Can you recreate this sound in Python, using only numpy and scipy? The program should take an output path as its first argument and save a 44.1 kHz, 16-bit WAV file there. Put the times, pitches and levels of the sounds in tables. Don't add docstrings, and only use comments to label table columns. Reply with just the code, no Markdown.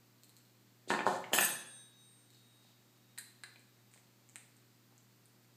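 import sys
import numpy as np
from scipy import signal
from scipy.fft import rfft, irfft
from scipy.io import wavfile
from scipy.ndimage import uniform_filter1d

SR = 44100
rng = np.random.default_rng(int(sys.argv[2]) if len(sys.argv) > 2 else 0)


def unload_audio(sound):
    columns = np.transpose(np.atleast_2d(sound))
    steps = np.round(np.clip(columns, -1, 1) * 32767)
    wavfile.write(sys.argv[1], SR, steps.astype(np.int16))


def volts(x):
    e = np.asarray(x, float) / 20
    return 10 ** e


N = 245195
WALL_SHARE = 0.76


def evened(x):
    return x / np.sqrt(np.mean(x ** 2) + 1e-20)


def read(points, hz):
    f, value = np.transpose(points)
    return np.interp(np.log(hz + 1), np.log(f + 1), value)


def add(mix, s, sound):
    part = mix[round(s * SR):][:len(sound)]
    part += sound[:len(part)]


def ring(hz, t60, size=8000, rise=.00005):
    t = np.arange(size) / SR
    decay = volts(-60 * t / max(t60, 1e-4))
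    onset = (1 - np.exp(-t / rise)) ** 2
    return decay * onset * np.sin(2 * np.pi * hz * t)


def causal(points, size=4096):
    log_gain = np.log(volts(read(points, abs(np.fft.fftfreq(size, 1 / SR)))))
    return np.fft.ifft(np.exp(np.conj(signal.hilbert(log_gain)))).real[:size // 2]


def kitchen():
    # line in Hz, level in dB rms
    hum_lines = [(60, -100.5), (100, -93.5), (120.5, -71), (198, -81), (240, -79.5), (296, -82),
                 (360, -83.5), (576, -99)]
    # frequency in Hz, hiss density in dB per Hz
    hiss_colour = [(30, -26), (60, -22.5), (95, -11), (170, 3), (320, -1.5), (660, -7), (1860, -9),
                   (3300, -11.5), (4500, -9), (5600, -13), (7700, -12), (10300, -20), (14400, -11),
                   (16000, -22)]
    t, hz = np.arange(N) / SR, np.fft.rfftfreq(N, 1 / SR)
    hiss = irfft(rfft(rng.standard_normal(N)) * volts(read(hiss_colour, hz)), N)
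    out = volts(-69.5) * evened(hiss)
    for line_hz, db in hum_lines:
        sway = evened(uniform_filter1d(uniform_filter1d(rng.standard_normal(N), 5000), 5000))
        phase = 2 * np.pi * (line_hz * t + rng.random()) + 0.38 * sway[::-1]
        out += np.sqrt(2) * volts(db + 0.8 * sway) * np.sin(phase)
    return out


def tap(tick_hz, hollow_db, body_hz, body_t60, wall_db, edge_db, shift, upper):
    tick = ring(1.027 * tick_hz, 0.0023, size=2000, rise=0.0003)
    tick += 0.84 * ring(0.949 * tick_hz, 0.002, size=2000, rise=0.00028)
    body = ring(body_hz, body_t60, size=2000, rise=0.00014)
    body += 0.56 * ring(body_hz * upper, 0.71 * body_t60, size=2000, rise=0.00057)
    wall = ring(4050 * shift[0], 1.2 * body_t60, size=2000, rise=0.00024)
    wall += 0.64 * ring(4600 * shift[1], 0.82 * body_t60, size=2000, rise=0.0002)
    edge = ring(11800 * shift[2], 0.0024, size=2000, rise=0.00019)
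    edge += 0.8 * ring(13400 * shift[3], 0.0024, size=2000, rise=0.00013)
    wall_gain = volts(WALL_SHARE * hollow_db + wall_db)
    return tick + volts(hollow_db - 1.5) * body + wall_gain * wall + volts(edge_db) * edge


def detuning():
    return 1 + .02 * rng.standard_normal(4)


def cap_turning():
    # start in seconds, peak in dB, tick in Hz, wall ring in dB
    clicks = [(0.2344, -41, 7500, -5.5), (.2444, -46, 8400, -9), (.2544, -57, 7600, -17),
              (.2942, -45, 8500, -6), (0.302, -54.5, 8200, -10.5), (0.3665, -43.5, 7700, -4),
              (.377, -50.5, 7840, -6), (0.3857, -50, 7500, -20), (.452, -61.5, 8000, 5),
              (0.497, -60.5, 8000, 2), (2.3042, -47.5, 7500, -5.5), (2.347, -55.5, 7600, 7)]
    out, body_db = np.zeros(N), -23
    for s, db, hz, ring_db in clicks:
        wall_db = ring_db - WALL_SHARE * body_db - 4.5
        click = tap(hz, body_db, 2500, 0.005, wall_db, -1, 1.07 * detuning(), 0.91)
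        add(out, s, volts(db + 6.0) * click)
    return out


def dry_ticks():
    # start in seconds, peak in dB, tick in Hz, hollowness in dB
    touches = [(3.5948, -48.5, 8100, -22), (3.6004, -52.5, 8100, -21), (3.7885, -62, 8000, -4),
               (3.915, -52.5, 7800, -14.5), (3.9385, -43.5, 8160, -11.5), (3.944, -52, 7700, -12.5),
               (3.9765, -55, 8050, -2), (4.2898, -45, 7470, -20), (4.2962, -47, 7250, -17.5),
               (4.3455, -57, 8300, -20), (4.3581, -29.5, 8260, -11), (4.3636, -53, 8600, -10.5),
               (4.5673, -50.5, 8000, -22), (4.9795, -46, 7050, -31), (5.2565, -46.5, 9000, -27.5),
               (5.446, -60, 7960, -6.5)]
    out = np.zeros(N)
    for s, db, hz, hollow_db in touches:
        add(out, s, volts(db + 9.5) * tap(hz, hollow_db, 2150, .003, -7, -16, detuning(), 0.93))
    return out


def lid_taps():
    # start in seconds, tick peak in dB, hollowness in dB, body in Hz, edge in dB
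    hits = [
        (3.1774, -34, -11.5, 1980, -25),
        (3.1806, -38.5, -10, 1780, -13.5),
        (3.1848, -23, -22.5, 1720, -5),
        (3.188, -25.5, -27.5, 1740, -10),
        (3.195, -51, -3, 1690, -5),
        (3.436, -31.5, -11, 1644, -14),
        (3.4386, -40.5, -5, 2040, -12),
        (3.4408, -45, -14, 1600, -13),
        (3.5587, -59.5, 6.5, 2390, -8),
    ]
    out = np.zeros(N)
    for s, db, hollow_db, hz, edge_db in hits:
        add(out, s, volts(db + 5.5) * tap(8400, hollow_db, hz, 0.011, -4.5, edge_db, detuning(), 1.24))
    return out


def rustle():
    # start in seconds, level in dB, hold in seconds, dull part in dB, fine fizz in dB
    jolts = [
        (0.884, -55, .015, 1, -27),
        (0.899, -50, 0.0083, 4.5, -13.5),
        (1.064, -49.5, 0.0092, 2.5, -14.5),
        (1.105, -59.5, .05, -5, -17),
        (1.334, -35.5, 0.0041, -7.5, -10),
        (1.348, -49.5, 0.098, 0, -38),
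        (1.435, -48, .01, -12, -36),
        (2.33, -71, 0.011, 0.5, -14),
        (2.623, -78.5, 0.082, 5.5, -14),
        (3.928, -69, 0.04, -7, -18.5),
    ]
    t, out = np.arange(N) / SR, np.zeros(N)
    rise_db_per_s, settle_db_per_s = 2498.5, 222
    sizes = volts(4.2 * np.minimum(rng.exponential(1, (3, N)), 4))
    struck = rng.random((3, N)) < 4000 / SR
    grains = sizes * struck * rng.choice([-1, 1], (3, N))
    bright_ring = ring(7400, .001, size=300, rise=.0001)
    dull_ring = ring(4200, .0011, size=300, rise=.0001)
    fizz_ring = ring(11500, .0008, size=300)
    shapes = bright_ring, dull_ring, fizz_ring
    bright, dull, fizz = (evened(signal.oaconvolve(g, shape)[:N]) for g, shape in zip(grains, shapes))
    for s, db, hold_s, dull_db, fizz_db in jolts:
        rise_db = rise_db_per_s * np.maximum(s - t, 0)
        settle_db = settle_db_per_s * np.maximum(t - s - hold_s, 0)
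        texture = bright + volts(dull_db) * dull + volts(fizz_db + 7.0) * fizz
        out += volts(db - rise_db - settle_db - 3.5) * texture
    return out


def knocks():
    # start in seconds, peak in dB, pulse in Hz (higher is harder)
    landings = [(.8751, -46, 399.4), (.885, -50.5, 493.5), (.903, -15, 1499), (.904, -28, 630),
                (.9089, -20, 1880), (.9168, -23, 1110), (.9238, -26, 775), (.938, -19.5, 1400),
                (.948, -23.5, 1100), (.9905, -25, 1190), (1.0055, -23.5, 1560), (1.022, -34, 880),
                (1.0653, -13, 940), (1.0749, -22, 680), (1.0812, -27, 790), (1.092, -29, 910),
                (1.127, -27.5, 910), (1.143, -32.5, 1150), (1.3185, -35, 800), (1.325, -33.5, 910),
                (1.3325, -16.5, 2290), (1.3341, -23, 590), (1.3464, -20.5, 1470), (1.379, -26, 890),
                (1.385, -18, 1190), (1.394, -32.5, 815), (1.41, -26, 1030), (1.428, -34.5, 930)]
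    # start in seconds, peak in dB
    set_downs = [
        (2.649, -61),
        (3.178, -58),
        (3.4355, -56),
        (3.558, -58),
        (3.96, -58),
        (4.359, -55.5),
        (4.924, -60.5),
    ]
    # mode in Hz, level in dB, t60 in seconds
    counter = [(126.3, -8, 0.3), (215, -18.5, 0.1), (274, -2.5, 0.077), (374, 9.5, 0.077),
               (454, 4.5, 0.012), (550, 6.5, 0.025), (623, 4, 0.013), (745, -0.5, 0.065), (861, 1.5, 0.048),
               (941, -1, 0.043), (1080, 4.5, 0.029), (1286, -1, 0.0247), (1490, 0.5, 0.021),
               (1806, 7, 0.027), (2074, -2.5, 0.058), (2640, -10, 0.038), (3370, -13.5, 0.055),
               (4640, -27, 0.027)]
    out = np.zeros(N)
    modes = np.array([volts(db) * ring(hz, t60) for hz, db, t60 in counter])
    rows = landings + [(s, db, 755) for s, db in set_downs]
    for s, db, hz in rows:
        luck = rng.standard_normal(len(counter) + 1)
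        u = np.pi * hz * (np.arange(200) / SR - .0012)
        force = np.exp(-u ** 2)
        pulse = np.sign(luck[-1]) * (1 - 2 * u ** 2) * force
        panel = signal.oaconvolve(volts(1.8 * luck[:-1]) @ modes, pulse + .3 * force)
        sound = volts(-4.5) * panel / abs(panel).max()
        add(sound, 0, 0.83 * pulse)
        add(out, s, volts(db - 0.5) * sound)
    return out


def bumps():
    # start in seconds, peak in dB, ring in Hz
    contacts = [
        (0.9911, -29, 2390),
        (1.2414, -34.5, 2160),
        (1.333, -20.5, 3100),
        (1.3366, -31, 2400),
        (1.3815, -29.5, 3240),
        (1.386, -18.5, 2653),
        (1.3874, -19, 1764),
        (1.4111, -35, 2570),
        (1.416, -29.5, 1990),
        (1.427, -25.5, 1780),
    ]
    out, t60 = np.zeros(N), 0.009
    for s, db, hz in contacts:
        low = ring(hz, t60, size=2000, rise=0.00011)
        high = ring(1.28 * hz, 0.67 * t60, size=2000, rise=0.000208)
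        add(out, s, volts(db) * (low + 0.59 * high))
    return out


def cracks(clinks):
    out = np.zeros(N)
    for s, db, place in clinks:
        hz = 7200 * (1 + .06 * rng.standard_normal())
        add(out, s, volts(db + 6.0) * ring(hz, .004, size=300, rise=.00015))
    return out


def glass(clinks):
    mode_hz = [1575, 1650, 1727, 1800, 2525, 3415, 3778.3, 3782, 4975, 5240, 6146.8, 6638, 6940, 7990,
               8590.8, 8594, 9459, 9972, 10765, 11841, 12279, 12326, 12630, 14263, 14861, 14936]
    # dB rms at the last clink, t60 in
    # seconds, extra dB when struck at the rim, pair split in Hz, seconds of one beat dip, partner share
    wall_modes = [(-54, 0.73, 9, 17, 3.5, .6), (-56, 0.96, -1, 8.5, 2.7, 0.66),
                  (-45.5, .65, 2.5, -15.5, 1.47, 0.44), (-60, 0.4, 5, 16, 1.47, 0.77),
                  (-63, .5, -25, 4, 1.5, 0.17), (-57.5, 0.99, -46, -12, 1.8, 0.61),
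                  (-67.5, 6, 0, 1.55, 2.24, .38), (-58, 1.1, 0, -10.5, 1.47, 0.55),
                  (-56, 0.65, -2, -17.5, 1.47, 1), (-66, 0.31, -12.5, 5.5, 0.95, 0.35),
                  (-60.5, 1.6, 0, 4.5, 2.8, 0.67), (-51, 0.56, -2, 15, 1.5, 1),
                  (-70.5, 0.31, -3, -29.5, 1.2, .6), (-44, 0.38, 1, 13, 1.41, 1),
                  (-56.5, 2.25, 22, 2.5, 1.942, 1), (-40, 0.47, 25, -9.5, 1.8, 0.55),
                  (-53.5, 0.82, 0, 9, 1.98, .3), (-51, 0.45, -8.5, 14, 1.2, 0.97),
                  (-51.5, 0.54, -2, -11, 1.37, 0.56), (-100, 0.12, 20, 22, 1.4, .6),
                  (-43.5, 0.31, 2.5, 21, 0.76, 0.69), (-43.5, 0.15, -1, 9, 0.92, 0.65),
                  (-64, .27, 0, -2, 1.4, .6), (-57, 0.3, -3.5, -10.5, 1.5, .5),
                  (-55.5, .33, -1, 11.5, 1.385, .4), (-56, .33, 5, 12, 1.385, .4)]
    out, (s, blow_db, place) = np.zeros(N), np.transpose(clinks)
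    t = np.arange(SR, 4 * SR) / SR
    at = (s * SR).astype(int) - SR
    for hz, (db, t60, rim_db, split_hz, dip_s, share) in zip(mode_hz, wall_modes):
        energy = np.zeros(len(t))
        energy[at] = volts(blow_db + rim_db * (2 * place + 2.5)) ** 2
        energy = signal.lfilter([1], [1, -volts(-120 / t60 / SR)], energy)
        swell = abs(uniform_filter1d(energy, size=20)) / energy[at[-1]]
        level = volts(db + 1.5 * np.log2(hz / 4000))
        size = level * np.sqrt(swell * 2 / (1 + share ** 2))
        turn = 2 * np.pi * (hz * t + rng.random())
        partner = np.sin(turn - 2 * np.pi * split_hz * (t - dip_s))
        add(out, 1, size * (np.sin(turn) - share * partner))
    return out


def room(x):
    # frequency in Hz, t60 in seconds
    decay = [(120, 0.811), (300, 0.65), (800, 0.63), (2000, 0.58), (5000, 0.68), (9000, 0.4), (14000, 0.52)]
    # delay in ms, level in dB
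    echoes = [(2.1, -20), (5.6, -6.5), (10.2, -18.5), (14, -33), (19.5, -34), (26, -16)]
    spikes = np.zeros(SR)
    at = np.arange(200, SR - 20, 16)
    spikes[at + rng.integers(0, 16, at.shape)] = rng.choice([-1., 1.], at.shape)
    hz, t, z = signal.stft(spikes, SR, nperseg=256)
    swell = 1 - np.exp(-t / 0.0023)
    fade = volts(-60 * t / read(decay, hz)[:, None])
    tail = signal.istft(z * swell * fade, SR, nperseg=256)[1]
    tail = volts(-2.5) * tail / np.linalg.norm(tail)
    for k, (ms, db) in enumerate(echoes):
        add(tail, ms / 1000, np.array([(-1) ** k * volts(db)]))
    return signal.fftconvolve(x, tail)[:N]


def microphone(x):
    # frequency in Hz, gain in dB
    colour = [(60, -40.5), (150, 2), (1000, 3), (3000, 2.5), (4500, 0), (5200, -1.5), (5600, -8.5),
              (6000, 2), (6500, -1), (8500, 0.5), (10500, -1), (13000, -5.5), (15500, -11)]
    return signal.oaconvolve(x, causal(colour))[:N]


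def scene():
    # start in seconds, peak in dB, place from 0 (base) to 1 (rim)
    clinks = [
        (1.335, -23.5, 0.43),
        (1.34, -30, .1),
        (1.357, -37, 0.37),
        (1.3795, -25, 0.54),
        (1.386, -47, 0.75),
        (1.409, -24, 0.97),
        (1.4275, -48, 0.84),
        (1.4405, -29, .8),
        (1.4472, -26.5, 1.0),
    ]
    handling = cap_turning() + dry_ticks() + lid_taps()
    blows = handling + rustle() + knocks() + bumps() + cracks(clinks)
    walls = volts(2.5) * glass(clinks)
    wet = room(blows + volts(-10.5) * walls)
    return (microphone(blows + wet) + walls + kitchen())[None]


def roll_off(x):
    return signal.sosfilt(signal.butter(12, 16460, fs=SR, output="sos"), x)


def record(dry):
    low_pass = signal.firwin(127, 15400, fs=SR)[None]
    mix = signal.oaconvolve(dry, low_pass, "same")
    return roll_off(mix)


dry = scene()
out = record(dry)
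unload_audio(out)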